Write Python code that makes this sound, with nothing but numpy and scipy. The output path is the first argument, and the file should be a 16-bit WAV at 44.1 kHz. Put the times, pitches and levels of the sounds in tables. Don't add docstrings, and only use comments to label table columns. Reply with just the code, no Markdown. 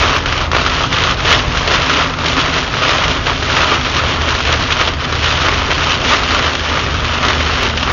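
import sys
import numpy as np
from scipy import signal
from scipy.fft import rfft, irfft, next_fast_len
from scipy.io import wavfile
from scipy.ndimage import uniform_filter1d, map_coordinates

SR = 44100
rng = np.random.default_rng(int(sys.argv[2]) if len(sys.argv) > 2 else 0)


def unload_wav(signal):
    wavfile.write(
        sys.argv[1],
        SR,
        np.round(np.clip(np.atleast_2d(signal).T, -1, 1) * 32767).astype(np.int16),
    )


def how_loud(loudness_db):
    steps = np.asarray(loudness_db, float) / 20
    return 10 ** steps


N = 349272

# (time [s], swell [dB], half-length [s], lean to the glass [dB])
RAIN_GUSTS = [(0.041, 4.5, 0.12, -1.5), (0.546, 7.5, 0.02, -2), (1.06, 2.1, 0.16, 0),
              (1.346, 8.5, 0.055, 1.1), (1.746, 8, 0.024, 1.5), (1.978, 4.5, 0.083, -1),
              (2.277, 3, 0.028, 1.5), (2.404, 4, 0.015, 2.3), (2.58, 6.5, 0.017, -1),
              (2.909, 4.5, 0.083, -0.5), (3.296, 5, 0.037, -4), (3.598, 4.7, 0.045, -0.6),
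              (3.74, 5.5, 0.043, -1.5), (3.979, 6, 0.012, -1.5), (4.527, 5, 0.043, -0.5),
              (4.809, 5.5, 0.014, -1), (5.24, 2.5, 0.074, 1.5), (5.478, 3.5, 0.042, -1.3),
              (5.955, 3, 0.06, 2.2), (6.115, 7, 0.035, -0.7), (6.332, 3.0, 0.078, -1),
              (6.768, 4.5, 0.014, -5.5), (7.246, 5.5, 0.078, -2.5), (7.632, 1.5, 0.044, 0)]
# (time [s], dip [dB], half-length [s], lean to the glass [dB])
RAIN_LULLS = [(0.233, -5.5, 0.028, -1.5), (0.317, -1.5, 0.083, 0.7), (0.502, -9, 0.03, -8.5),
              (0.891, -5.7, 0.021, 3.3), (1.165, -7.5, 0.021, 0), (1.221, -5.3, 0.019, 0.3),
              (1.437, -5, 0.062, -0.7), (2.149, -5.5, 0.058, -3.5), (2.683, -3.5, 0.065, -0.5),
              (3.223, -5.5, 0.028, -1.7), (3.368, -5.4, 0.048, 3), (3.797, -3.5, 0.034, 0.8),
              (4.184, -2.5, 0.022, -2.5), (4.431, -3.5, 0.022, 4), (4.574, -4.0, 0.032, 2),
              (4.67, -2.5, 0.017, 1), (4.962, -6.5, 0.034, -3.5), (5.098, -3.5, 0.056, -1.9),
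              (5.197, -3.5, 0.024, 1.3), (5.64, -2.5, 0.018, -0.5), (5.981, -6.6, 0.025, -2),
              (6.248, -2, 0.033, 1.5), (6.588, -4, 0.028, 0.4), (6.886, 0.5, 0.0091, -7),
              (7.006, -2.5, 0.19, -0.3), (7.202, -4.5, 0.019, 0), (7.751, -4.6, 0.04, 0),
              (7.916, 2, 0.032, -7.5)]
# (time [s], fizz [dB], half-length [s])
DULL_SPELLS = [
    (.46, -3, .04),
    (5.05, -4.5, .1),
]
# (frequency [Hz], level [dB])
ROOF_SPECTRUM = [(220, -38), (300, -10), (400, -4.5), (500, -5.5), (630, -4), (800, -8), (1050, -2),
                 (1240, 0.5), (1420, -1.5), (1570, -6.5), (1700, -5.5), (2400, -9), (7000, -32)]
# (frequency [Hz], level [dB])
GLASS_SPECTRUM = [(600, -34.5), (1500, -3.5), (2200, -4), (2700, 0), (3100, 1), (3600, -2.5), (4200, -6),
                  (5000, -10), (5800, -10.5), (6800, -19), (9000, -37.5)]
# (frequency [Hz], level [dB])
SHELL_SPECTRUM = [(150, -31.5), (215, -7), (235, -11.5), (249, 3), (275, 0.5), (310, -8), (400, -10),
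                  (900, -41)]
# (time [s], swell [dB], half-length [s])
SHELL_SHUDDERS = [
    (1.96, 6, 0.035),
    (2.27, 6.5, .04),
    (2.4, 7.5, 0.028),
    (3.168, 5.5, 0.034),
    (3.95, -0.5, .03),
    (4.122, 6, 0.036),
    (6.33, 3.5, .05),
    (6.7, 3.5, 0.037),
    (7.32, 7, 0.058),
]
# (time [s], level [dB])
ROAD_ROUGHNESS = [
    (0, -25),
    (.7, -25),
    (1.1, -25),
    (2.2, -29),
    (3.2, -26),
    (5, -26.5),
    (6.5, -26.5),
    (7.92, -26),
]
# (time [s], swell [dB], half-length [s])
ROAD_JOINTS = [
    (1.751, 3, 0.045),
    (3.073, 4.5, 0.041),
    (4.1, 2, 0.044),
    (4.6, 3.5, 0.041),
    (4.873, 1, 0.034),
    (5.17, 2, .04),
    (6.0, 3, .05),
]
# (frequency [Hz], level [dB])
TYRE_SPECTRUM = [(12, -38), (22, -13.5), (35, 0.5), (60, 2), (78, 2), (92, -1.5), (122, 1), (135, -1.3),
                 (150, -2), (172, -7.5), (215, -14), (300, -13), (1000, -14.5), (7000, -45.5)]
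# (frequency [Hz], level [dB])
SPRAY_SPECTRUM = [(250, -25), (400, 0), (700, -0.5), (1300, -15), (3000, -9), (5000, -3.5), (6800, -12),
                  (9000, -21)]
# (time [s], firing rate [Hz], drone [dB], octave [dB])
ENGINE_COURSE = [
    (0, 80.25, -27.5, -9.5),
    (1, 81.06, -28, -6.5),
    (2, 79.9, -28.5, -4.5),
    (3, 80.22, -30.5, -4.5),
    (4, 77.67, -26.5, -16),
    (5, 78.7, -24, -14),
    (6, 79, -26.5, -18),
    (7, 77.1, -24.5, -22.5),
    (7.92, 76.6, -24.5, -18.5),
]
# (time [s], peak [dB], tick [dB])
LARGE_DROPS = [(0.258, 1.5, -6.5), (0.515, 6.5, -12), (0.617, -6.5, -10), (0.782, -4, -12.5),
               (0.926, 0, -3.5), (1.318, -1, -14.5), (1.548, -2.5, -19.5), (1.676, 7, -11.5),
               (1.797, -11, -18), (2.187, -4, -9.5), (2.739, 2.5, -14), (3.268, -0.5, -5),
               (3.567, -0.5, -5.5), (3.607, -1, -25), (3.714, -10.5, -13), (3.939, -6, -15),
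               (4.539, -1, -24), (4.722, -4, 2), (4.878, 3, -9), (5.123, -4.5, -9), (5.242, -2, -2),
               (5.484, 9.5, -20), (5.704, -2, -22), (6.347, -4, -6), (6.552, -2, -6), (6.772, -0.5, -15),
               (7.249, 4, -20), (7.629, 0, -9), (7.774, -5.5, 2), (7.829, -5, -3),
               (0.163, 3, -12.5), (0.377, -3, -7), (0.663, -0.5, -7), (0.807, -2, -12.5),
                (1.037, -1.5, -4), (1.203, -6, -3.5), (1.249, 0.5, -11.5), (1.708, -3, -12.5),
                (1.931, -3, -10), (2.259, 0, -11.5), (2.33, -1.5, -10.5), (2.391, -1.5, -10),
                (2.82, -3.5, -9), (2.914, -3, -5), (3.425, -9, -3.5), (3.864, -7, -14), (4.037, -2.5, -11),
                (4.213, -4, -7), (4.283, 0, -20.5), (4.349, -2.5, -7), (4.404, -0.5, -8), (4.451, -4, -4.5),
                (4.704, -4.5, -3), (4.789, -6, -13.5), (5.004, -8, -12), (5.613, -2, -15), (5.84, -7, 1),
                (6.047, -8, -11), (7.331, 0, -13), (7.408, -0.5, -11)]
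# (time [s], peak [dB], tick [dB])
ROOF_SLAPS = [
    (.532, 5.5, -21),
    (.548, 1.5, -16.5),
    (.565, 6, -19.5),
    (.582, 1, -16.5),
    (1.746, 1.5, -12.5),
    (7.265, 0, -14),
    (7.284, 4, -7),
    (7.3, 1.5, -16),
]
# (time [s], click [dB])
CLIPPED_PEAKS = [(0.0014, -77), (0.163, -29.5), (0.5326, -41.5), (1.3194, -26.5), (1.337, -37),
                 (3.5852, -32.5), (3.7479, -55.5), (6.103, -35.5), (7.2638, -35), (7.6297, -51),
                 (7.6306, -26.5), (7.9164, -31)]


def unit(x):
    return x / np.sqrt(np.mean(x ** 2) + 1e-20)


def curves(rows):
    s, *cols = np.transpose(rows)
    return [np.interp(np.arange(N) / SR, s, c) for c in cols]


def wobble(rate):
    return map_coordinates(rng.standard_normal(N // 100), [np.arange(N) * rate / SR])


def bells(s, height, half_s):
    t = np.arange(0, N + 64, 64) / SR
    late = t - s[:, None]
    flank = np.maximum(half_s, .008)[:, None]
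    return np.interp(np.arange(N) / SR, t, height @ np.exp(-.5 * (late / flank) ** 2))


def coloured(x, spectrum):
    m = 2 * next_fast_len(N // 2 + 4096)
    f, db = np.transpose(spectrum)
    hz = np.fft.rfftfreq(m, 1 / SR)
    gain = how_loud(np.interp(np.log(hz + 1), np.log(f), db))
    cepstrum = irfft(np.log(gain), m)
    cepstrum[1:m // 2] *= 2
    cepstrum[m // 2 + 1:] = 0
    return irfft(rfft(x, m) * np.exp(rfft(cepstrum)), m)[:N]


def splashes(times, sizes, t60, lead):
    t = np.arange(900) / SR
    shape = rng.standard_normal((len(times), len(t))) * how_loud(-60 * t / t60)
    shape[:, 0] = lead
    shape *= (sizes / np.linalg.norm(shape, axis=1))[:, None]
    index = np.round(times * SR).astype(int)[:, None] + np.arange(len(t))
    return np.bincount(index.ravel(), shape.ravel(), N + SR)[:N]


def downpour():
    s, db, half_s, lean_db = np.transpose(RAIN_GUSTS + RAIN_LULLS)
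    deepening = np.where(db < 0, 1.25, 1)
    return bells(s, db * deepening, half_s), bells(s, lean_db, half_s)


def draw_drops(swell_db, pour_db, count):
    middling_db, spread_db = 6.5, 5
    tick_db, tick_spread_db = -5, 0.5
    s = rng.random(count) * (N - 1) / SR
    size, tick = rng.standard_normal((count, 2)).clip(-2, 1.5).T
    db = pour_db + swell_db[(s * SR).astype(int)] + middling_db + spread_db * size
    chance = np.transpose([s, db, tick_db + tick_spread_db * tick])
    return np.vstack([LARGE_DROPS, ROOF_SLAPS, chance])


def volleys(leaders, decay_s, led, grows, stray, count):
    when, size = rng.random((count, 2)).T
    jumps = np.bincount((when * N).astype(int), stray * size ** 2, N)
    jumps += np.bincount((leaders[:, 0] * SR).astype(int), led * how_loud(grows * leaders[:, 1]), N)
    gain = 1 + signal.lfilter([1], [1, -np.exp(-1 / (decay_s * SR))], jumps)
    return gain / uniform_filter1d(gain, SR // 8)


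def patter(spread_db, wash_db, t60, count):
    when, size = rng.random((count, 2)).T
    near = splashes(when * N / SR, how_loud(spread_db * size ** 2), t60, lead=5.65)
    return unit(near) + how_loud(wash_db) * rng.standard_normal(N)


def patchy(x, depth_db):
    z = signal.stft(x, nperseg=512)[2]
    field = uniform_filter1d(rng.standard_normal(z.shape), size=5, axis=0)
    field = uniform_filter1d(field, size=6, axis=1)
    return unit(signal.istft(z * how_loud(depth_db * unit(field)), nperseg=512)[1][:N])


def fizz(x, swell_db):
    edge_hz, follows, memory_s = 4300, 0.37, 0.59
    top = signal.sosfilt(signal.butter(2, edge_hz, "high", fs=SR, output="sos"), x)
    top_db = follows * uniform_filter1d(swell_db, int(memory_s * SR)) + bells(*np.transpose(DULL_SPELLS))
    return x + (how_loud(top_db) - 1) * top


def rain(swell_db, lean_db, heavy, pour_db):
    level_db = pour_db + swell_db
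    glass_db = -4.5 + lean_db + 0.06 * wobble(12)
    clumps = volleys(heavy, 0.0068, led=0.6, grows=0.28, stray=0.39, count=200)
    roof_db = level_db + 10 * np.log10(np.clip(1 - how_loud(2 * glass_db), .05, 1))
    roof = coloured(clumps * patter(10.5, -0.82, 0.018, count=3500), ROOF_SPECTRUM)
    glass = coloured(clumps * patter(14, -2.0, 0.017, count=6000), GLASS_SPECTRUM)
    roof = how_loud(roof_db - 2.5) * patchy(roof, depth_db=1.0)
    return roof + how_loud(level_db + glass_db - 1.0) * fizz(patchy(glass, depth_db=1.0), swell_db)


def shell(swell_db):
    level_db = -31 + 0.41 * swell_db + bells(*np.transpose(SHELL_SHUDDERS)) + 0.5 * wobble(7)
    return how_loud(level_db) * unit(coloured(rng.standard_normal(N), SHELL_SPECTRUM))


def road(swell_db):
    level_db = curves(ROAD_ROUGHNESS)[0] + bells(*np.transpose(ROAD_JOINTS))
    rumble = unit(coloured(rng.standard_normal(N), TYRE_SPECTRUM))
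    spray = unit(coloured(rng.standard_normal(N), SPRAY_SPECTRUM))
    spray_db = -35 + 0.63 * swell_db + 1.9 * wobble(3)
    return how_loud(level_db + 4.5 + 0.75 * wobble(5)) * rumble + how_loud(spray_db) * spray


def engine():
    hz, db, octave_db = curves(ENGINE_COURSE)
    turn = 2 * np.pi * np.cumsum(hz + 0.34 * wobble(6)) / SR
    first = how_loud(1.2 * wobble(11)) * np.sin(turn)
    second = how_loud(octave_db + 2.5 * wobble(4)) * np.sin(2 * turn)
    third = how_loud(-12.5 + 3 * wobble(4)) * np.sin(3 * turn)
    return np.sqrt(2) * how_loud(db) * (first + second + third)


def heavy_drops(heavy):
    s, db, tick_db = heavy.T
    thud = coloured(splashes(s + .0008, how_loud(db), 0.012, lead=7.3), ROOF_SPECTRUM)
    tick = coloured(splashes(s + 0.001018, how_loud(db + tick_db), 0.048, lead=8.3), GLASS_SPECTRUM)
    return how_loud(19.5) * thud + how_loud(25.5) * tick


def panel():
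    mode_hz, width_hz = 1240, 350
    s, db, _ = np.transpose(ROOF_SLAPS)
    blows = splashes(s, how_loud(db + 12), .04, lead=4)
    return signal.lfilter(*signal.iirpeak(mode_hz, mode_hz / width_hz, fs=SR), blows)


def scene():
    pour_db = -14.5
    swell_db, lean_db = downpour()
    heavy = draw_drops(swell_db, pour_db, count=70)
    weather = rain(swell_db, lean_db, heavy, pour_db) + heavy_drops(heavy) + panel()
    return (weather + shell(swell_db) + road(swell_db) + engine())[None]


def roll_off(x):
    return signal.sosfilt(signal.butter(12, 15800, fs=SR, output="sos"), x)


def record(dry):
    top_hz = 7055
    held = dry / (1 + np.abs(dry / .9) ** 5) ** (1 / 5)
    hz = np.fft.rfftfreq(N, 1 / SR)
    narrow = irfft(rfft(held) * how_loud(-np.clip((hz - top_hz + 150) / 9, 0, 120)), N)
    s, db = np.transpose(CLIPPED_PEAKS)
    index = np.minimum(np.round((s + 0.00074) * SR).astype(int), N - 1)
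    clicks = np.bincount(index, how_loud(db + 12.5), N)
    return roll_off(narrow + clicks)


dry = scene()
out = record(dry)
unload_wav(out)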